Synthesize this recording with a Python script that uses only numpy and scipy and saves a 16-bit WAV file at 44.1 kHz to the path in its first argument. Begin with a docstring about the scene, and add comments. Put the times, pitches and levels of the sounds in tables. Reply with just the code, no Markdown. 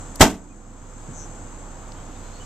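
"""A car's trunk lid is slammed close by in a parking lot, heard by two microphone ports.
Filtered noise makes distant traffic, hiss and insects; sines make an idling engine; air swells under the falling lid.
After two ticks the lid meets its seal and the latch snaps home: decaying modes and noise ring, and the trunk air booms.
Overload clips the peaks; gain control ducks everything and the background swells back as a low hum dies away.
Gliding sines make faint bird whistles and a buzzing note; a dull noise burst makes a step, and a last tick follows."""
import sys
import numpy as np
from scipy import signal
from scipy.fft import rfft, irfft
from scipy.io import wavfile
from scipy.ndimage import uniform_filter1d

SR = 44100
rng = np.random.default_rng(int(sys.argv[2]) if len(sys.argv) > 2 else 0)


def unload_wav(signal):
    """Save mono or channel-first audio to the path in sys.argv[1] as 16-bit WAV at rate SR, clipped to [-1, 1]."""
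    wavfile.write(
        sys.argv[1],
        SR,
        np.round(np.clip(np.atleast_2d(signal).T, -1, 1) * 32767).astype(np.int16),
    )


N = 108045
TIME = np.arange(N) / SR  # seconds
SLAM_SIZE = 2 ** 15  # samples

# Contacts of the lid. Each row: time in seconds, relative push on the panels in dB,
# relative clatter of the latch in dB.
BLOWS = [(0.194, -46, -31), (0.198, -21.5, -17), (.2055, 6.5, -14), (0.2087, 7.5, 5.5), (.2145, -7.5, 0),
         (0.2221, 2, -18), (.237, -11.5, -19.5), (0.268, -28, -15.5), (0.298, -42, -21.5),
         (.34, -28.5, -32), (0.377, -29, -48)]
SHUT_S = max(BLOWS, key=lambda row: row[2])[0]  # the contact with the loudest latch
# Likeness of near sounds at the two ports. Each row: frequency in Hz, correlation from 0 to 1.
NEAR_SAME = [(60, .94), (150, .88), (300, .96), (700, .96), (1300, .86), (2300, .8), (5000, .45),
             (12000, .3)]
# Balance of near sounds. 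Each row: frequency in Hz, left minus right in dB.
NEAR_SIDE = [(60, -2), (300, -.7), (1300, -1.8), (4200, 0), (7600, 6), (14000, 9)]
# Likeness of far sounds at the two ports. Each row: frequency in Hz, correlation from 0 to 1.
FAR_SAME = [(50, .92), (300, .9), (1000, .82), (2500, .6), (6000, .3), (12000, .1)]
# Balance of far sounds. Each row: frequency in Hz, left minus right in dB.
FAR_SIDE = [(40, -3), (200, -1.5), (1200, -1.5), (4000, 0), (12000, 1)]


def amp(db):
    """Decibels are logarithmic: 20 dB is a tenfold amplitude."""
    return np.exp(np.asarray(db) * (np.log(10) / 20))


def unit(x):
    """Mean power sets the level: scales to rms 1."""
    return x / np.sqrt(np.mean(x ** 2) + 1e-20)


def read(points, hz):
    """Pitch is logarithmic in frequency: interpolates a table on a log-frequency axis."""
    f, value = np.transpose(points)
    return np.interp(np.log(hz + 1), np.log(np.sort(f) + 1), value)


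def level(points):
    """Loudness follows decibels: interpolates levels in dB over time and returns the gain."""
    return amp(np.interp(TIME, *np.transpose(points)))


def wander(rate_hz, size=N):
    """Low-passed noise of rms 1: random fluctuation mostly slower than rate_hz."""
    hz = np.fft.rfftfreq(size, 1 / SR)
    phases = np.exp(2j * np.pi * rng.random(len(hz)))
    return unit(irfft(phases / (1 + (hz / rate_hz) ** 4), size))


def noise(spectrum, same, side, size=N):
    """Partial coherence: stereo noise of rms 1 whose ports share part of each frequency."""
    hz = np.fft.rfftfreq(size, 1 / SR)
    common, separate = np.exp(2j * np.pi * rng.random((2, len(hz))))
    likeness = np.clip(read(same, hz), -1, 1)
    lean = amp(read(side, hz) / 2)
    left = common * lean
    right = (likeness * common + np.sqrt(1 - likeness ** 2) * separate) / lean
    return unit(irfft(np.array([left, right]) * amp(read(spectrum, hz)), size))


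def placed(x, side_db):
    """Intensity panning: mono to stereo, with left louder by side_db."""
    return x * amp([[side_db / 2], [-side_db / 2]])


def lagged(x, lag_s):
    """Arrival-time difference: a linear phase delays the left port by lag_s."""
    hz = np.fft.rfftfreq(N, 1 / SR)
    delay = np.exp(-2j * np.pi * hz * np.array([[lag_s], [0]]))
    return irfft(rfft(x) * delay, N)


def add(mix, s, sound):
    """Superposition: sums a sound into the mix from s seconds on."""
    part = mix[:, round(s * SR):][:, :sound.shape[-1]]
    part += sound[..., :part.shape[-1]]


def strike(t, rise, t60):
    """Damped resonance: linear rise and exponential decay by 60 dB per t60, t seconds after a hit."""
    t = np.clip(t, 0, 2 * t60)
    return np.minimum(t / rise, 1) * np.exp(-np.log(1000) * t / t60)


def build_up(hits, rise, t60):
    """Energy addition: the powers left by successive hits on a resonance sum."""
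    t = TIME[:SLAM_SIZE:8]  # coarse steps suffice for an envelope
    power = sum((amp(db) * strike(t - s, rise, t60)) ** 2 for s, db in hits)
    return np.interp(TIME[:SLAM_SIZE], t, np.sqrt(power))


def dense_ring(spectrum, t60s, hits, rise, count=6):
    """High modal density: closely packed modes act as noise whose bands decay separately."""
    z = rfft(noise(spectrum, NEAR_SAME, NEAR_SIDE, size=SLAM_SIZE))
    pitch = np.log(np.fft.rfftfreq(SLAM_SIZE, 1 / SR) + 1)
    centres = np.geomspace(100, 12000, count)
    out = 0
    for centre, share in zip(centres, np.eye(count)):
        # overlapping triangular bands that add up to the whole spectrum
        band = irfft(z * np.interp(pitch, np.log(centres), share))
        out = out + band * build_up(hits, rise, read(t60s, centre))
    return out


def traffic():
    """Many incoherent far sources merge into broadband noise."""
    # Colour of the wash. 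Each row: frequency in Hz, relative density in dB per Hz.
    wash_colour = [(20, -6), (50, -5), (95, 0.17), (160, -6), (270, -5), (400, -12), (900, -11.5),
                   (1400, -16), (2100, -26), (4000, -42), (10000, -62)]
    # Course of the wash. Each row: time in seconds, level in dB.
    wash_level = [(0, -41), (.6, -45), (1.2, -41.5), (1.8, -41), (2.45, -41.5)]
    flutter_db = 0.13 * wander(rate_hz=8)
    return noise(wash_colour, FAR_SAME, FAR_SIDE) * level(wash_level) * amp(flutter_db)


def idling_engine():
    """Periodic firing gives steady partials, all wavering with the engine's speed."""
    # Partials. Each row: frequency in Hz, rms level in dB before panning.
    partials = [(31, -40.5), (93, -53), (500.6, -58.5)]
    clock = np.cumsum(1 + 0.01222 * wander(rate_hz=3.74)) / SR  # seconds, at uneven speed
    idle = 0
    for hz, db in partials:
        idle = idle + amp(db) * np.sqrt(2) * np.sin(2 * np.pi * (hz * clock + rng.random()))
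    return placed(idle, side_db=-4.5)


def hiss():
    """Random pressure fluctuation: faint high-pitched noise of the open air."""
    # Colour of the hiss. Each row: frequency in Hz, relative density in dB per Hz.
    hiss_colour = [(1200, -15), (2300, 0), (3200, 0), (4500, -3), (6500, -4), (10500, -17), (14000, -17)]
    # Course of the hiss. Each row: time in seconds, level in dB.
    hiss_level = [(0, -55.5), (.6, -62.5), (1.0, -58.5), (1.25, -57.5), (1.6, -59), (2.45, -53.5)]
    return noise(hiss_colour, FAR_SAME, FAR_SIDE) * level(hiss_level)


def insects():
    """Many unsynchronized callers merge into a narrow band of noise with a slight flutter."""
    # Colour of the chorus. Each row: frequency in Hz, relative density in dB per Hz.
    chorus_colour = [(4800, -28), (6000, -15.5), (6400, -2), (7000, -5.5), (7600, 0), (7950, -5),
                     (8300, -20), (9500, -33), (11500, -94.5)]
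    # Balance of the chorus. Each row: frequency in Hz, left minus right in dB.
    chorus_side = [(6500, -2), (7100, 4), (7700, 10), (9000, 16)]
    # Course of the chorus. Each row: time in seconds, level in dB.
    chorus_level = [(0, -45), (.7, -52.5), (1.2, -47), (1.8, -50), (2.45, -49)]
    chorus = noise(chorus_colour, [(7000, 0.15)], chorus_side)  # likeness 0.15 at all pitches
    flutter_db = 1.15 * wander(rate_hz=210)
    return chorus * level(chorus_level) * amp(flutter_db)


def rush():
    """Displacement flow: air pushed ahead of the falling lid swells as noise until it shuts."""
    # Colour of the rush. Each row: frequency in Hz, relative density in dB per Hz.
    rush_colour = [(50, -11), (150, -12), (280, 0), (450, -23), (1500, -24.5), (8000, -58.5)]
    swell_s = 0.2  # time to grow e-fold
    t = TIME[:SLAM_SIZE] - SHUT_S
    swell = np.exp(-abs(t) / swell_s) * (t < 0)
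    return amp(-41) * swell * noise(rush_colour, NEAR_SAME, NEAR_SIDE, size=SLAM_SIZE)


def ticks():
    """Short impulses of small parts: rapidly damped noise around one centre frequency."""
    # Mechanical ticks. Each row: start in seconds, level in dB before the decay, centre in Hz.
    tick_rows = [(0.1566, -29, 6850), (0.1595, -29, 6540), (.175, -45, 11000), (0.2022, -24.5, 6870),
                 (1.9201, -36, 4030)]
    size = 2 ** 11
    shape = strike(TIME[:size], rise=.0004, t60=.012)
    out = np.zeros((2, N))
    for s, db, hz in tick_rows:
        # a bell in half-octave steps: -3 dB, -12 dB, -27 dB .. away from the centre
        colour = [(hz * 2 ** (k * .5), -3 * k * k) for k in np.arange(-4, 5)]
        add(out, s, amp(db) * shape * noise(colour, NEAR_SAME, NEAR_SIDE, size=size))
    return out


def lid_modes():
    """Modal vibration: each contact excites the lid's separate damped sine modes."""
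    # Modes of the lid. Each row: frequency in Hz, relative level in dB, t60 in seconds.
    mode_rows = [(195, -7, .36), (236, -2, .32), (280, -1, .32), (395, -2, .28), (450, -4, .26),
                 (596, -5, .24), (643, -1, .21), (668, 0, .22), (741, 0, .2), (874, -2, .19), (914, 0, .19),
                 (1141, -7, .2), (1534, -7, .19), (1964, -7, .17)]
    t = TIME[:SLAM_SIZE]
    pushes = [(s, push_db) for s, push_db, _ in BLOWS]
    modes = 0
    for hz, db, t60 in mode_rows:
        ring = np.sin(2 * np.pi * (hz * t + rng.random()))
        modes = modes + amp(db) * build_up(pushes, .004, t60) * ring
    return placed(amp(-19) * modes, side_db=0.0)


def body_panels():
    """Statistical vibration: the pushes feed the panels' countless overlapping modes."""
    # Colour of the panels. Each row: frequency in Hz, relative density in dB per Hz.
    panel_colour = [(40, -2.5), (110, -11.5), (160, 2.5), (270, 3), (520, -9), (700, -6), (900, -3),
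                    (1050, -9.5), (2000, -16), (4000, -41)]
    # Decay of the panels. Each row: frequency in Hz, t60 in seconds.
    panel_t60 = [(80, .3), (250, .32), (700, .23), (2500, .2)]
    pushes = [(s, push_db) for s, push_db, _ in BLOWS]
    return amp(-14.5) * dense_ring(panel_colour, panel_t60, pushes, rise=.002)


def latch():
    """Repeated small impacts of latch and trim: bright damped noise with a grainy level."""
    # Colour of the clatter. Each row: frequency in Hz, relative density in dB per Hz.
    latch_colour = [(300, -0.5), (1200, -2.5), (2000, -4.5), (3300, -4.5), (4400, -10), (5800, -5.5),
                    (7800, -4.5), (9000, -14.5), (11500, -20), (13300, -15.5), (15000, -22.5)]
    # Decay of the clatter. Each row: frequency in Hz, t60 in seconds.
    latch_t60 = [(1000, .165), (4000, .155), (12000, .14)]
    clatters = [(s, clatter_db) for s, _, clatter_db in BLOWS]
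    grain_db = 2 * wander(rate_hz=1400, size=SLAM_SIZE)
    return amp(-6) * dense_ring(latch_colour, latch_t60, clatters, rise=0.0011) * amp(grain_db)


def boom():
    """Cavity resonance: the closing lid pumps the air in the trunk and rocks the body."""
    # Low resonances. Each row: start in seconds, frequency in Hz, level in dB before decay
    # and panning, rise in seconds, t60 in seconds.
    boom_rows = [(.2035, 88, 2, .008, .075), (.207, 28, -17, .01, .15), (.222, 57, -14, .02, .28),
                 (.225, 100, -18, .008, .27)]
    out = 0
    for s, hz, db, rise, t60 in boom_rows:
        t = TIME[:SLAM_SIZE] - s
        out = out - amp(db) * strike(t, rise, t60) * np.sin(2 * np.pi * hz * t)
    return placed(out, side_db=-3.0)


def linger():
    """Light damping: once the lid is shut, a low hum dies slowly in the car's body."""
    # Colour of the hum. Each row: frequency in Hz, relative density in dB per Hz.
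    hum_colour = [(50, -20), (130, -13), (200, 0), (300, 0), (390, -17), (1000, -35), (6000, -70)]
    fade = strike(TIME - SHUT_S, rise=.03, t60=2.46)
    return amp(-36) * fade * noise(hum_colour, FAR_SAME, NEAR_SIDE)


def note(length, size=8192):
    """Amplitude envelope: progress from 0 to 1 through a bird's note and its arched loudness."""
    u = np.minimum(TIME[:size] / length, 1)
    return u, 1 - (2 * u - 1) ** 2


def whistles():
    """Near-sinusoidal voicing: each faint bird note is one gliding, wavering sine."""
    # Whistled notes. Each row: start in seconds, length in seconds, first and last pitch in Hz,
    # level in dB before arch and panning.
    whistle_rows = [(0.492, 0.042, 2500, 2430, -58.5), (1.95, 0.069, 3170, 3150, -61.5),
                    (2.142, 0.044, 3770, 3630, -63), (2.231, 0.07, 4160, 4120, -64),
                    (2.317, 0.092, 4120, 4470, -59), (2.392, 0.048, 2940, 2990, -54)]
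    out = np.zeros((2, N))
    for start, length, from_hz, to_hz, db in whistle_rows:
        u, arch = note(length)
        glide_hz = from_hz + (to_hz - from_hz) * u
        hz = glide_hz * (1 + .016 * wander(rate_hz=148, size=len(u)))
        tone = np.sqrt(2) * np.sin(2 * np.pi * np.cumsum(hz) / SR)
        add(out, start, placed(amp(db) * arch * tone, side_db=-10))
    return out


def buzzing_bird():
    """Frequency modulation: quick upward sweeps on a sinking pitch fuse into a buzz."""
    from_hz, to_hz, sweep_hz = 6600, 6050, 1800
    sweeps_per_s = 154
    u, arch = note(length=.142)
    sweep_rate = sweeps_per_s * (1 + .03 * wander(rate_hz=80, size=len(u)))
    cycle = np.cumsum(sweep_rate) / SR % 1
    rough_hz = 130 * wander(rate_hz=730, size=len(u))
    hz = from_hz + (to_hz - from_hz) * u + sweep_hz * (cycle - .5) + rough_hz
    pulse = 2 * np.sin(np.pi * cycle) ** 2  # silent where the pitch jumps back
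    buzz = amp(-43) * arch * pulse * np.sin(2 * np.pi * np.cumsum(hz) / SR)
    out = np.zeros((2, N))
    add(out, 1.125, placed(buzz, side_db=9.0))
    return out


def step():
    """Soft impact: a footfall on asphalt excites chiefly low, quickly damped noise."""
    # Colour of the step. Each row: frequency in Hz, relative density in dB per Hz.
    step_colour = [(30, -16), (80, -3), (160, 0), (240, -2), (330, -14), (1500, -38), (8000, -70)]
    thud = strike(TIME[:SLAM_SIZE], rise=.02, t60=.28)
    return amp(-29) * thud * noise(step_colour, NEAR_SAME, NEAR_SIDE, size=SLAM_SIZE)


def scene():
    """Linear superposition: the far background, the slam, the birds and the step add up."""
    mix = lagged(traffic() + idling_engine(), lag_s=.00008)
    mix += hiss() + insects() + ticks() + linger() + whistles() + buzzing_bird()
    add(mix, 0, rush() + lid_modes() + body_panels() + latch() + boom())
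    add(mix, 1.07, step())
    return mix


def record(dry):
    """Dynamic compression that reacts too late for the slam, then overload and a band limit."""
    threshold_db, duck_share = -15.5, 0.38  # dB of gain lost per dB above the threshold
    recover_db_per_s, smoothing_s = 20, 0.024  # fall of the held level; lag of the gain
    power_db = 10 * np.log10(abs(uniform_filter1d((dry ** 2).mean(0), size=256)) + 1e-12)
    # the held level jumps up with each peak and falls at a constant rate
    fall = TIME * recover_db_per_s
    held_db = np.maximum.accumulate(power_db + fall) - fall
    over_db = np.maximum(held_db - threshold_db, 0)
    r = np.exp(-1 / (smoothing_s * SR))
    ducked = dry * amp(-duck_share * signal.lfilter([1 - r], [1, -r], over_db))
    clipped = np.clip(ducked, -.95, .95)
    low_pass = signal.firwin(255, 14300, window=("kaiser", 8), fs=SR)  # edge in Hz
    return signal.oaconvolve(clipped, low_pass[None], "same")


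dry = scene()
out = record(dry)
unload_wav(out)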